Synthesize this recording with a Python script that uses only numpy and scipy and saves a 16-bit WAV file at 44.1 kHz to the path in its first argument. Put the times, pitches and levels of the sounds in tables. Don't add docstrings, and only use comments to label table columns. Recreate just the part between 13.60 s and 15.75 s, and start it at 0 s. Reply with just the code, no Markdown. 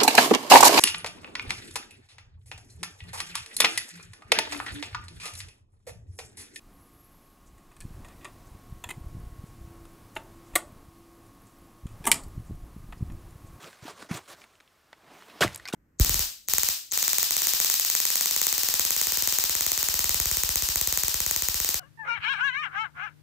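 import sys
import numpy as np
from scipy import signal
from scipy.io import wavfile

SR = 44100
rng = np.random.default_rng(int(sys.argv[2]) if len(sys.argv) > 2 else 0)


def generate_wav(sig):
    pcm = np.round(np.clip(np.atleast_2d(sig).T, -1, 1) * 32767).astype(np.int16)
    wavfile.write(sys.argv[1], SR, pcm)


def linear_from_db(decibels):
    return 10 ** (np.asarray(decibels, float) / 20)


N = 94770
T = np.arange(N) / SR

# frequency in Hz, density in dB per Hz.
GRIT_COLOUR = [(88, -17.5), (150, -13), (649, -7), (900, -8), (1140, -5.5), (2310, -10.5), (8800, -13.5),
               (10800, -19.5), (16000, -21)]


def rms_one(x):
    return x / np.sqrt(np.mean(x ** 2) + 1e-20)


def at_hz(points, hz):
    f, db = np.transpose(points)
    return np.interp(np.log(hz), np.log(f), db) - 12 * np.log2(np.maximum(f[0] / hz, 1))


def drift(rate_hz):
    r = np.exp(-2 * np.pi * rate_hz * 40 / SR)
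    slow = signal.lfilter([1], [1, -2 * r, r * r], rng.standard_normal(N // 40 + 2002))[2000:]
    return np.interp(np.arange(N) / 40, np.arange(len(slow)), rms_one(slow))


def bandpass(x, low_hz, high_hz, order=2):
    return signal.sosfilt(signal.butter(order, [low_hz, high_hz], "band", fs=SR, output="sos"), x)


def ring(clicks, hz, t60):
    r = linear_from_db(-60 / (t60 * SR))
    w = 2 * np.pi * hz / SR
    return signal.lfilter([0, np.sin(w)], [1, -2 * r * np.cos(w), r * r], clicks + 1e-18)


def grains(per_s, spread_db, smooth):
    sizes = linear_from_db(spread_db * np.minimum(rng.exponential(1, N), 5)) * rng.choice([-1, 1], N)
    clicks = rms_one(sizes * (rng.random(N) < per_s / SR))
    return rms_one(clicks + smooth * rng.standard_normal(N))


def texture(spectrum, level, tilt_db, patchy_db, *grain):
    sources = [grains(*grain), grains(*grain)]
    both, own = drift(33), drift(16)
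    out, power = 0, 0
    for k, hz in enumerate(30 * 2 ** np.arange(0, 9.1, 1 / 3)):
        gain = linear_from_db(at_hz(spectrum, hz))
        power += gain ** 2 * hz * .25 / (SR / 2)
        own = np.roll(own, 3301)
        flicker_db = patchy_db * (.4 * both + 1.33 * own)
        driven = sources[k % 2] * level * linear_from_db(tilt_db * np.log2(hz / 2000) + flicker_db)
        out = out + gain * bandpass(driven, hz / 1.13, hz * 1.13)
    return out / np.sqrt(power)


def strokes(rows, rise_db, fall_db_per_s):
    brightens = 0.054
    level, tilt = np.full(N, 1e-9), np.zeros(N)
    for start, rise, hold, db, bright in rows:
        swell_db = -rise_db * np.clip(1 - (T - start) / rise, 0, 1)
        shape_db = swell_db - fall_db_per_s * np.maximum(T - start - rise - hold, 0)
        gain = linear_from_db(db + shape_db) * np.clip((T - start) / .001, 0, 1)
        level = level + gain
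        tilt = tilt + gain * (bright + brightens * np.maximum(shape_db, -30))
    return level, tilt / level


def hits(rows, crack_db, partners, rise_cycles, rough):
    out = np.zeros(N + SR)
    size = SR // 2
    t = np.arange(size) / SR
    draws, noise = rng.random((len(rows), 6)), rng.standard_normal((len(rows), 600))
    for (start, db, hz, t60), d, puff in zip(rows, draws, noise):
        steps = np.arange(len(puff))
        wobble = rough * np.interp(t * hz / 1.3, steps, puff)
        uneven_db = 4.0 * np.interp(t * hz / 1.5, steps, rough * puff[::-1])
        hit = np.sin(2 * np.pi * hz * t + wobble - wobble[0]) * linear_from_db(-60 * t / t60 + uneven_db)
        for ratio, share in zip(0.52 + 1.13 * d[:3], d[3:]):
            partner = np.sin(2 * np.pi * min(hz * ratio, 12000) * t)
            hit += partners * share * partner * linear_from_db(-120 * t / t60)
        crack = bandpass(puff, hz / 2.5, min(hz * 3.5, 14000))
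        hit[:600] += linear_from_db(crack_db) * crack * np.exp(-t[:600] * hz / 1.4)
        i = int(start * SR)
        out[i:i + size] += linear_from_db(db) * hit * np.clip(t * hz / rise_cycles, 0, 1)
    return out[:N]


def scatter(x, t60, dull_hz):
    t = np.arange(int(.3 * SR)) / SR
    noise = signal.lfilter([1], [1, -np.exp(-2 * np.pi * dull_hz / SR)], rng.standard_normal(len(t)))
    tail = noise * linear_from_db(-60 * t / t60)
    return signal.fftconvolve(x, tail / np.sqrt(np.sum(tail ** 2)))[:N]


def air():
    # frequency in Hz, density in dB per Hz.
    air_colour = [(15, -53), (25, 7.5), (87, -4), (166, -10), (911, -8), (1040, -14), (1130, -5),
                  (1520, -10.5), (16000, -26)]
    mid, side = (texture(air_colour, linear_from_db(-64), 0, 0.31, 3800, 0.76, 1.0) for _ in range(2))
    whine = linear_from_db(-87) * np.sin(2 * np.pi * 13727 * T)
    return mid + whine, linear_from_db(-13) * side


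def boots():
    # start, rise and hold in seconds, level in dB, brightness in dB per octave.
    scuffs = [(-.02, 0.048, 0.045, -50, -1.5), (.08, 0.02, 0.042, -73, 10), (.39, 0.015, 0.023, -67, -1),
              (-.01, 0.049, 0.43, -59, -1.4), (.59, 0.03, 0.053, -62, -0.5), (.222, 0.05, 0.034, -48, -1.4),
              (.372, 0.04, 0.013, -52, -2.4), (.487, 0.011, 0.013, -46, -3.5),
              (.51, 0.04, 0.023, -39, -1.3), (.676, 0.018, 0.039, -47.5, -1),
              (.76, 0.029, 0.058, -57, -1.2), (.86, 0.027, 0.081, -67, -2)]
    level, tilt = strokes(scuffs, 7, 578)
    return texture(GRIT_COLOUR, level, tilt, 1.68, 2000, 3.6, 0.95)


def ticks():
    # start in seconds, peak in dB, pitch in Hz, t60 in seconds.
    small_hits = [(.0288, -41, 1190, 0.0046), (.0433, -36.5, 3220, 0.0047), (.1296, -43, 1550, 0.028),
                  (.4255, -27.5, 1500, 0.0045), (.4885, -65, 1190, .02), (.6843, -43, 7500, 0.0054),
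                  (.8175, -46, 2400, 0.029), (.84, -42.5, 2250, 0.019), (.954, -50, 2830, .008),
                  (1.0021, -46.5, 2080, 0.016), (1.007, -41, 1510, 0.0035), (1.077, -52.5, 2740, 0.015),
                  (1.3294, -43.5, 1990, 0.039), (1.3297, -38, 660, 0.012), (1.3296, -52, 4350, 0.025),
                  (1.4795, -61, 1630, 0.021), (1.623, -36.5, 1040, 0.011), (1.6985, -43, 2630, 0.018)]
    return hits(small_hits, 2.8, 0.89, 0.64, 1.0)


def thuds():
    # start in seconds, peak in dB, pitch in Hz, t60 in seconds.
    weights = [(.043, -33, 175, 0.024), (.076, -37.5, 535, 0.034), (.224, -31.5, 124, 0.05),
               (.252, -32, 296, 0.044), (.281, -28.5, 735, 0.014), (.427, -39, 260, 0.044),
               (.5105, -9, 174.6, 0.023), (.545, -33.5, 127, 0.089), (1.808, -16, 563, 0.038),
               (1.8115, -16.5, 404, 0.027), (1.8495, -27.5, 120.4, 0.15), (1.85, -31.5, 184.4, 0.16),
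               (1.995, -50, 64, 0.26), (1.812, -24.5, 152, 0.1), (1.8725, -30, 1993, 0.027),
               (2.065, -37, 1500, 0.038), (1.9, -42, 87.5, 0.14), (2.144, -50, 154, 0.017),
               (2.1395, -41, 948, 0.079)]
    return hits(weights, -30, .15, .8, .3)


def cracks():
    # start in seconds, peak in dB, pitch in Hz, swell and t60 in
    # seconds.
    short_rings = [(1.8165, -25, 507, 0.0013, 0.0053), (1.8195, -17.5, 1500, 0.0053, 0.022),
                   (1.8195, -19.5, 2930, 0.00078, 0.012), (1.824, -14, 1955, 0.0019, .012),
                   (1.824, -19, 2975, .0015, 0.01), (1.828, -28, 960, 0.0013, 0.015),
                   (1.8315, -11.5, 1660, 0.0014, 0.0085), (1.8345, -14.5, 1160, 0.0016, 0.013),
                   (1.8365, -37, 2270, .001, .015), (1.838, -21, 3530, 0.00084, 0.013),
                   (1.8415, -23.5, 346, 0.00067, 0.049), (1.86, -31.5, 2980, 0.0013, 0.016),
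                   (2.0605, -36.5, 4650, .001, .012), (2.086, -36.5, 1160, .0006, 0.012),
                   (2.089, -44, 3500, 0.0014, .02), (2.1248, -33.5, 1436, 0.0015, .035),
                   (2.127, -33.5, 2790, 0.0019, 0.019), (2.127, -32.5, 3750, 0.0019, 0.014),
                   (2.142, -39, 3170, .003, 0.026), (1.3294, -47.5, 825, .0006, 0.024),
                   (1.3294, -46, 3480, 0.00049, 0.014), (1.9465, -33, 4900, 0.00015, 0.0092),
                   (1.937, -48, 98.5, .01, 0.14), (1.757, -46, 302, 0.0019, 0.044),
                   (1.757, -51, 704, 0.0022, 0.033), (1.8075, -20.5, 790, 0.0016, .015),
                   (1.8485, -27, 750, 0.0017, 0.016), (1.857, -39, 59.6, 0.019, 0.13),
                   (2.0853, -31.5, 2427, 0.00086, 0.033), (2.062, -40, 2150, 0.0022, .03),
                   (2.1422, -28, 856, 0.00033, 0.024), (.426, -36, 3540, 0.00033, .006),
                   (0.8405, -50, 4200, .0003, .006), (1.0035, -51, 3800, 0.00028, .01),
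                   (1.8765, -35, 2000, .003, .012)]
    out = np.zeros(N)
    for start, db, hz, swell, t60 in short_rings:
        t = np.maximum(T - start, 0)
        envelope = linear_from_db(db - 60 * np.maximum(t - swell, 0) / t60) * np.minimum(t / swell, 1)
        out += envelope * np.sin(2 * np.pi * hz * t)
    return out


def jacket():
    # start, rise and hold in seconds, level in dB, brightness in dB per octave.
    swing = [
        (1.357, 0.13, 0.084, -56.5, -3.5),
        (1.58, 0.031, 0.097, -58, -1.1),
        (1.514, 0.022, 0.045, -65, 1.5),
        (1.681, 0.1, 0.089, -51.5, -2.5),
    ]
    # frequency in Hz, density in dB per Hz.
    cloth_colour = [(59, -52), (100, -20), (210, -11), (854, -6), (970, -6), (2860, -8), (10200, -17),
                    (13800, -17), (16000, -16)]
    whoosh = [
        (1.44, 0.066, 0.063, -60, 0),
    ]
    level, tilt = strokes(swing, 12.3, 195)
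    cloth = texture(cloth_colour, level, tilt, 1.2, 3000, 3.0, 1.24)
    hollow = rms_one(ring(rng.standard_normal(N), 750, 0.0086))
    return cloth + hollow * strokes(whoosh, 9.8, 300)[0]


def split():
    # start, rise and hold in seconds, level in dB, brightness in dB per octave.
    tear_strokes = [
        (1.8066, 0.00018, 0.0049, -22.5, -0.8),
        (1.815, 0.0085, 0.015, -24, -1.5),
        (1.845, 0.0035, 0.03, -46.5, -0.5),
        (1.885, 0.004, 0.06, -48.5, -1.8),
        (1.95, 0.0092, 0.11, -56.5, -2),
    ]
    # frequency in Hz, density in dB per Hz.
    fibre_colour = [(120, -6), (200, -11), (612, -4.5), (806, -5), (1560, -2.5), (2470, -3.5), (3560, -5.5),
                    (8420, -11), (16000, -19)]
    # frequency in Hz, level in dB.
    log_modes = [(355, 1), (600, -5), (980, -9), (1160, 6), (1420, -4), (1600, 5), (1790, 3.5), (1990, 8),
                 (2600, -16)]
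    level, tilt = strokes(tear_strokes, 8, 700)
    tear = texture(fibre_colour, level, tilt, 0.48, 9000, 1.4, 0.94)
    snaps = grains(1500, 5.2, 0.11) * level ** 1.55
    body = 0
    for hz, db in log_modes:
        caught = snaps * (rng.random(N) < .6)
        body = body + linear_from_db(db) * ring(caught, hz, 0.011)
    return tear + linear_from_db(-14) * body * np.sqrt(np.mean(tear ** 2) / np.mean(body ** 2))


def knocks():
    # start in seconds, peak in dB, first pitch in Hz, t60 in seconds.
    blows = [
        (1.848, -13.5, 760, .013),
        (2.1376, -15.5, 750, .026),
    ]
    sag_s = .0009
    out = np.zeros(N)
    for start, db, hz, t60 in blows:
        t = np.maximum(T - start, 0)
        out += linear_from_db(db - 60 * t / t60) * np.sin(2 * np.pi * hz * sag_s * np.log1p(t / sag_s))
    return out


def debris():
    # start in seconds, peak in dB, pitch in Hz, t60 in seconds.
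    chips = [(1.879, -23, 2640, 0.0045), (1.932, -35.5, 4140, 0.0024), (1.9465, -27, 7200, 0.0064),
             (1.949, -34, 7700, 0.01), (1.9585, -23, 4600, 0.0014), (1.9598, -23, 9230, 0.0052),
             (1.9752, -39.5, 8460, 0.029), (1.998, -37.5, 1920, 0.023), (2.0542, -28, 2030, 0.022),
             (2.0543, -35, 4280, 0.021), (2.0762, -33, 5360, 0.017), (2.0765, -33, 2420, 0.019),
             (2.0855, -31, 2450, 0.008), (2.0856, -29, 5700, 0.0093), (2.096, -41, 2280, 0.017),
             (2.1305, -38, 6230, 0.017), (2.1425, -32.5, 1490, 0.022), (2.135, -28.5, 7400, 0.0091),
             (2.1352, -23.5, 1540, 0.0047)]
    # start, rise and hold in seconds, level in dB, brightness in dB per octave.
    skids = [
        (2.053, 0.0024, .02, -58, -2.5),
        (2.0755, 0.0016, 0.016, -47, 0.5),
        (2.126, 0.0066, .024, -37, 0.5),
    ]
    level, tilt = strokes(skids, 6.4, 450)
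    skidding = texture(GRIT_COLOUR, level, tilt, 0.87, 2500, 6.6, 0.72)
    return hits(chips, -0.0089, 0.5, 0.65, 0.98) + skidding


def scene():
    rub = boots() + jacket()
    sharp = split() + cracks() + debris() + ticks()
    dull = thuds() + knocks()
    mid = rub + sharp + dull
    mid = mid + linear_from_db(-19.5) * scatter(mid, 0.12, 4400)
    hum, wide = air()
    narrow = linear_from_db(-17.5) * scatter(rub, 0.0099, 20000) + wide
    narrow = narrow - .55 * bandpass(narrow, 4000, 11000, order=1)
    rumble = signal.sosfilt(signal.butter(2, 70, fs=SR, output="sos"), dull)
    side = narrow + linear_from_db(-18.5) * scatter(sharp, 0.023, 9300) + linear_from_db(-21) * dull + linear_from_db(-1.5) * rumble
    return mid + hum + side * [[1], [-1]]


def top_cut(x):
    return signal.sosfilt(signal.butter(12, 16820, fs=SR, output="sos"), x)


def record(dry):
    x = signal.sosfilt(signal.butter(2, 70, "high", fs=SR, output="sos"), dry)
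    x = signal.sosfilt(signal.cheby2(8, 30, 16200, fs=SR, output="sos"), x)
    return top_cut(x)


dry = scene()
out = record(dry)
generate_wav(out)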